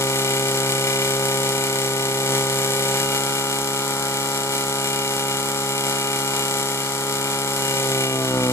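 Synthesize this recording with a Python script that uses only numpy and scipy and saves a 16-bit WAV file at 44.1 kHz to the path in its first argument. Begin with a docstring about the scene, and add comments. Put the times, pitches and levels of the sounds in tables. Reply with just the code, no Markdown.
"""A four-cylinder fire pump engine runs flat out on a sports field, off to the left.
From the start its open exhaust drones and cracks, hardest at every second firing; the manifold buzzes,
gas rushes out, the field scatters the sound back and the water jets hiss far off.
Near 3 s the load eases and the revs climb a little, then hold.
From 7.5 s the pump bites: the revs sag and the engine lugs, thumping unevenly."""
import sys
import numpy as np
from scipy import signal
from scipy.fft import rfft, irfft
from scipy.io import wavfile
from scipy.ndimage import uniform_filter1d

SR = 44100
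rng = np.random.default_rng(int(sys.argv[2]) if len(sys.argv) > 2 else 0)


def log_audio(samples):
    """Write samples as a 16-bit WAV file to the path given in sys.argv[1]."""
    # one column per channel
    frames = np.atleast_2d(samples).T
    # limit to full scale, then quantise
    limited = np.clip(frames, -1, 1)
    pcm = np.round(limited * 32767).astype(np.int16)
    wavfile.write(sys.argv[1], SR, pcm)


N = 375732
TIME = np.arange(N) / SR


# Relative levels of the exhaust orders by load: firing_multiple, light_db, working_db, heavy_db, lugging_db
EXHAUST_ORDERS = [(0.5, -56.5, -55.5, -53, -49.5), (1.0, -37, -32.5, -28, -30.5),
                  (1.5, -41.0, -41, -42, -38.0), (2.0, -38, -38, -27, -27.5),
                  (2.5, -45.0, -45.0, -37, -33.5), (3.0, -32.5, -28.0, -27, -33), (3.5, -47, -52, -35, -55),
                  (4.0, -34.5, -30.5, -31, -27.5), (4.5, -51, -52.0, -50, -45),
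                  (5.0, -49.5, -44, -28.5, -35), (5.5, -50.5, -80, -50.0, -45), (6.0, -33, -34, -37.5, -44),
                  (6.5, -49.5, -46, -36, -41), (7.0, -38, -37, -44, -36), (7.5, -52, -60, -41, -52),
                  (8.0, -82, -66, -55, -48), (8.5, -50.5, -69, -65, -58.0), (9.0, -38, -38, -32.5, -43),
                  (9.5, -53.0, -57.5, -49, -41), (10.0, -37.5, -45, -53, -46),
                  (10.5, -51, -49.5, -49.0, -49), (11.0, -44, -38, -41, -41), (11.5, -81, -80, -47, -44),
                  (12.0, -49, -52, -51.0, -55)]

def drone(turns, load, level_db, pipe_hz=135, pipe_q=1.0, echo_s=0.00565, thump_s=0.00093, waver_hz=3):
    """Harmonic series: the pipe radiates engine orders, balanced by load and wavering in moving air."""
    multiples, *by_load = np.transpose(EXHAUST_ORDERS)
    mean_firing_hz = turns[-1] / TIME[-1]
    hz = multiples * mean_firing_hz
    # one reflection and the pipe's broad resonance set each order's phase
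    reflection = 1 + 0.63 * np.exp(-2j * np.pi * hz * echo_s)
    impedance = 1 + 1j * pipe_q * (hz / pipe_hz - pipe_hz / hz)
    phases = np.angle(reflection / impedance)
    # under heavy load the blow-down pulls the whole orders into one thump per firing
    thump = np.clip(0.57 * (load - 1) / 2, 0, 1)
    note = np.zeros(N)
    for multiple, phase, levels_db in zip(multiples, phases, np.transpose(by_load)):
        gain = amp(np.interp(load, np.arange(len(levels_db)), levels_db) + 0.72 * wander(waver_hz))
        aligned = thump * (round(2 * multiple) % 2 == 0)
        angle = 2 * np.pi * multiple * (turns - aligned * thump_s * mean_firing_hz) + (1 - aligned) * phase
        waver = amp(-54) * np.sqrt(multiple / multiples[-1]) * wander(waver_hz)
        note -= gain * np.cos(angle) + waver * np.sin(angle)
    power = uniform_filter1d(note ** 2, size=8192)
    return from_left(amp(level_db) * note / np.sqrt(power))


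def lope(turns, load, swing_db=0.4, stumble_db=1.0, stumble_hz=60):
    """Amplitude modulation: a lugging engine swings once a cycle and stumbles between firings."""
    lugging = np.clip((load - 1) / 2, 0, 1)
    swing = -np.cos(2 * np.pi * turns / len(CYLINDER_DB))
    return amp(lugging * (swing_db * swing + stumble_db * wander(stumble_hz)))


# Engine speed: time_s, firing_hz
FIRING_RATE = [(0, 134.9), (0.7, 134.9), (1.52, 135.41), (1.87, 134.76), (2.9, 135.45), (3.22, 136.81),
               (4.4, 136.88), (5.2, 136.47), (5.55, 136.91), (6.55, 136.62), (7.48, 137.0), (7.8, 135.39),
               (8.24, 131.63), (8.52, 125.03)]

def crankshaft(start_turn=0.63, unsteadiness=0.0006):
    """Phase is the integral of frequency: gives the firing rate and its phase, one turn per firing."""
    firing_hz = np.interp(TIME, *np.transpose(FIRING_RATE))
    unsteady_hz = firing_hz * (1 + unsteadiness * wander(12))
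    return firing_hz, start_turn + np.cumsum(unsteady_hz) / SR


# Base levels at light, working, heavy and lugging load: firing_hz, drone_db, crack_db
LOAD_STATES = [(136.77, -26.5, -29.5), (135.45, -24.5, -27.5), (131.9, -20.5, -30.5), (129.3, -21, -32.5)]

def pump_load(firing_hz):
    """Torque balance: at full throttle, lower revs mean more load (0 to 3), which sets the levels."""
    rates_hz, drone_db, crack_db = np.transpose(LOAD_STATES)
    steps = np.arange(len(LOAD_STATES))
    load = np.interp(-firing_hz, np.sort(-rates_hz), steps)
    return load, np.interp(load, steps, drone_db), np.interp(load, steps, crack_db)


# Brief rises and dips of the engine sound: middle_s, length_s, drone_db, crack_db
LEVEL_SWELLS = [(1.313, 0.84, 0.8, -0.4), (1.9, 1, -1.3, -1.2), (2.16, 0.27, -0.5, -1.3),
                (2.346, 0.21, 2, 1.4), (3.07, 0.72, 1.2, 1.3), (3.326, 0.46, 0.5, 1), (5.897, 0.16, 1.6, 2),
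                (6.41, 1, 0, 1.1), (6.866, 0.57, -2, -1), (7.8, 0.66, -0.2, 0.4), (8.174, 0.51, -3.4, -1.2)]

def swells():
    """Slow amplitude modulation: raised-cosine level changes of the drone and the cracks, in dB."""
    middle_s, length_s, *heights_db = np.transpose(LEVEL_SWELLS)
    position = np.clip((TIME - middle_s[:, None]) / length_s[:, None], -.5, .5)
    return np.array(heights_db) @ np.cos(np.pi * position) ** 2


# Relative crack strength of each cylinder, in firing order: level_db
CYLINDER_DB = [-2.5, -11, 1, -8]

def firings(turns, load, uneven_db=1.3, jitter_s=0.000016, catch_up=0.18):
    """Cyclic variation: an impulse for each burn, no two alike; weak cylinders catch up under load."""
    clicks = np.zeros(N)
    for cylinder, level_db in enumerate(CYLINDER_DB):
        numbers = np.arange(cylinder, turns[-1], len(CYLINDER_DB))
        numbers = numbers[numbers > turns[0]]
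        chance = rng.standard_normal((512, 2))[:len(numbers)]
        centres = (np.interp(numbers, turns, TIME) + jitter_s * chance[:, 0]) * SR
        # a windowed sinc places each impulse between samples
        taps = centres.astype(int)[:, None] + np.arange(-8, 9)
        pulses = np.sinc(taps - centres[:, None]) * np.hanning(taps.shape[1])
        pulses *= amp(uneven_db * chance[:, 1:])
        strength = amp(level_db * (1 - catch_up * np.maximum(load - 1, 0)))
        clicks += strength * np.bincount(np.clip(taps, 0, N - 1).ravel(), pulses.ravel(), N)
    return clicks


# Spectrum of the shock front: frequency_hz, gain_db
SHOCK_SPECTRUM = [(100, -54), (600, 6.5), (1100, -15), (1400, -10.5), (1750, -2), (2300, -9), (2680, -13),
                  (2950, 8), (3800, -0.5), (6600, -3.5), (7150, 6.5), (7600, 2.5), (8300, 3.5), (9400, -3),
                  (14200, -7.5)]
# Reflections from the ground and the pump frame: delay_s, gain
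REFLECTIONS = [(.0007, 0.23), (.0019, 0.25), (.0042, .25)]

def cracks(clicks, level_db):
    """Nonlinear steepening: each blow-down becomes a shock front, followed by its reflections."""
    shock = -colour(clicks, SHOCK_SPECTRUM)[0]
    echoes = sum(gain * np.interp(TIME - delay_s, TIME, shock, left=0) for delay_s, gain in REFLECTIONS)
    near = amp(-5) * scatter(shock, t60_s=0.021)
    far = amp(-10) * scatter(shock, t60_s=0.1)
    return amp(level_db) * unit(from_left(shock + echoes) + near + far)


# Spectrum of the rushing exhaust gas: frequency_hz, gain_db
GAS_SPECTRUM = [(30, -15.5), (90, -7), (200, -3), (420, -1), (600, -3.5), (900, 1), (1120, -5.5), (1400, 0),
                (1750, -5.5), (2350, 3.5), (2700, -24), (3200, -2.5), (4400, -4), (6700, -4.5), (7200, 1),
                (7700, -3), (9400, -6.5), (12500, -5.5), (14200, -9.5)]

def gas_rush(clicks, level_db, burst_s=0.00029, tail_s=0.0055, steady=0.78, diffuse_hz=1500):
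    """Turbulence noise: each firing spits a decaying burst of gas on top of a steady flow."""
    burst, tail = (signal.lfilter([1], [1, -np.exp(-1 / (SR * s))], clicks) for s in (burst_s, tail_s))
    lingering = 0.089 * tail + steady
    direct = from_left(colour((burst + lingering) * rng.standard_normal(N), GAS_SPECTRUM))
    diffuse = colour(lingering * rng.standard_normal((2, N)), GAS_SPECTRUM)
    # long waves arrive alike on both sides, so only the treble is diffuse
    return amp(level_db) * unit(direct + amp(1.2) * highpass(diffuse, diffuse_hz))


# Resonances of the ringing manifold: frequency_hz, gain_db
MANIFOLD_RESONANCES = [(100, -36), (170, 1), (270, -24), (370, 7), (440, -22.5), (510, 13), (580, -25),
                       (650, 3.5), (1000, 2), (1130, -7), (1440, -3.5), (1600, -7.5), (1830, -1),
                       (1900, -5), (2020, 8.5), (2130, -8), (2330, 9), (2450, 4.5), (2560, -22),
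                       (2760, -28), (2860, 16), (3000, -9), (3280, 4), (3420, -6), (3880, 4), (4300, -27),
                       (5200, -1.5), (6400, -10), (7200, -8.5), (9400, -14.5), (14000, -16)]

def manifold_rasp(turns, level_db, ring_s=0.03, odd_db=-6, drift=0.3, drift_hz=4, size=2048):
    """Forced vibration: each firing rattles its manifold branch, a buzz that repeats once a cycle."""
    cylinders = len(CYLINDER_DB)
    cycle_grid = np.arange(size) / size
    cylinder, turns_since = np.divmod(cycle_grid * cylinders, 1)
    since_s = turns_since * TIME[-1] / turns[-1]
    decay = amp(CYLINDER_DB)[cylinder.astype(int)] * np.exp(-since_s / ring_s)
    orders = rfft(decay * rng.standard_normal((2, size)))[:, :400]
    # all orders start equally strong; the resonances pick them out as the revs move
    orders /= abs(orders)
    # the two halves of a cycle sound nearly alike, so the odd orders are weaker
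    orders[:, 1::2] *= amp(odd_db)
    # the low orders leave through the pipe, as the drone
    orders[:, np.round(np.transpose(EXHAUST_ORDERS)[0] * cylinders).astype(int)] = 0
    shapes = irfft(orders, size)
    steady, changing = (np.interp(turns / cylinders, cycle_grid, shape, period=1) for shape in shapes)
    ring = colour(steady + drift * wander(drift_hz) * changing, MANIFOLD_RESONANCES)[0]
    return amp(level_db) * unit(from_left(ring) + amp(-13) * scatter(ring, t60_s=0.16))


# Phase lead of the engine's sound on the left: frequency_hz, lead_rad
LEFT_LEAD = [(0, 0.41), (135, 0.18), (500, 0.43), (1550, 1.22), (1900, 1.64), (2240, 2.19), (2600, 1.97),
             (3100, 3.12), (4500, 3.4), (5900, 4.21), (7400, 5.84), (8600, 7.55), (10100, 5.9),
             (12400, 9.6), (14500, 11)]

def from_left(sound):
    """Path difference and diffraction: the engine's sound reaches the left side first."""
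    sound = np.ravel(sound)
    lead_rad = np.interp(np.fft.rfftfreq(N, 1 / SR), *np.transpose(LEFT_LEAD))
    return np.array([sound, irfft(rfft(sound) * np.exp(-1j * lead_rad), N)])


def flutter(depth_db=0.84, rate_hz=7):
    """Scintillation: moving air makes the treble flutter on its way across the field, in dB."""
    gusts = wander(rate_hz)
    return depth_db * (gusts - uniform_filter1d(gusts, size=SR // 4))


def scatter(sound, t60_s, size=8192):
    """Diffuse reflection: the field returns an exponentially decaying tail, different on each side."""
    tail = rng.standard_normal((2, size)) * amp(-60 * np.arange(size) / SR / t60_s)
    tail /= np.linalg.norm(tail, axis=1, keepdims=True)
    return signal.oaconvolve(np.atleast_2d(sound), tail, axes=1)[:, :N]


# Spectrum of the distant water spray: frequency_hz, gain_db
SPRAY_SPECTRUM = [(25, -15), (80, -21), (300, -13), (1000, 8), (2700, -13), (4000, 1.5), (8000, -5.5),
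                  (14000, -12)]

def water_jets(level_db=-39, swell_db=2.1, swell_hz=7.1, wide_above_hz=1200):
    """Broadband noise: far-off spray hisses and swells, its treble decorrelated between the sides."""
    side = highpass(rng.standard_normal(N), wide_above_hz)
    spray = rng.standard_normal(N) + np.array([side, -side])
    return amp(level_db + swell_db * wander(swell_hz)) * unit(colour(spray, SPRAY_SPECTRUM))


def amp(db):
    """Decibels to amplitude ratio."""
    return 10 ** (np.asarray(db) / 20)


def unit(sound):
    """Normalisation to rms 1."""
    return sound / np.sqrt(np.mean(sound ** 2) + 1e-20)


def wander(rate_hz, size=2048):
    """Low-pass noise: a random drift of rms about 1."""
    hz = np.fft.rfftfreq(size, TIME[-1] / size)
    drift = unit(irfft(rfft(rng.standard_normal(size)) / (1 + (hz / rate_hz) ** 2)))
    return np.interp(TIME, np.linspace(0, TIME[-1], size), drift)


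def highpass(sound, corner_hz):
    """First-order high-pass filter."""
    return signal.sosfilt(signal.butter(1, corner_hz, "high", fs=SR, output="sos"), sound)


def spectrum_db(spectrum, hz):
    """Interpolation on a log-frequency axis."""
    points_hz, gain_db = np.transpose(spectrum)
    return np.interp(np.log(hz + 1), np.log(points_hz + 1), gain_db)


def colour(sound, spectrum, size=4096):
    """Minimum-phase filter: imposes a spectrum without smearing attacks backwards."""
    log_gain = np.log(amp(spectrum_db(spectrum, abs(np.fft.fftfreq(size, 1 / SR)))))
    response = np.exp(np.conj(signal.hilbert(log_gain)))
    taps = np.fft.ifft(response).real[:size // 2]
    return signal.oaconvolve(np.atleast_2d(sound), taps[None], axes=1)[:, :N]


def scene(rasp_db_per_load=1.74):
    """Superposition: one crankshaft times the drone, rasp, cracks and gas; the jets hiss behind them."""
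    flutter_db = flutter()
    firing_hz, turns = crankshaft()
    load, *levels_db = pump_load(firing_hz)
    drone_db, crack_db = np.array(levels_db) + swells()
    crack_db += flutter_db
    clicks = firings(turns, load)
    engine = drone(turns, load, drone_db + 0.4) * lope(turns, load)
    engine += manifold_rasp(turns, crack_db - 3.5 + rasp_db_per_load * load)
    engine += cracks(clicks, crack_db - 0.9)
    engine += gas_rush(clicks, crack_db + 0.48)
    return engine + water_jets()


# Level difference between the sides: frequency_hz, left_minus_right_db
SIDE_SHADOW = [(100, 2), (500, -1.4), (1280, 1.5), (2370, 2), (4400, 2), (8000, 3), (14000, 4)]

def record(dry, edge_hz=14250):
    """Acoustic shadow: the right side is weaker at most frequencies; a low-pass then limits the band."""
    shadow_db = spectrum_db(SIDE_SHADOW, np.fft.rfftfreq(N, 1 / SR))
    shaded = irfft(rfft(dry) * amp([shadow_db / 2, -shadow_db / 2]), N)
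    lowpass = signal.firwin(601, edge_hz, window=("kaiser", 9), fs=SR)
    return signal.oaconvolve(shaded, lowpass[None], "same")


dry = scene()
out = record(dry)
log_audio(out)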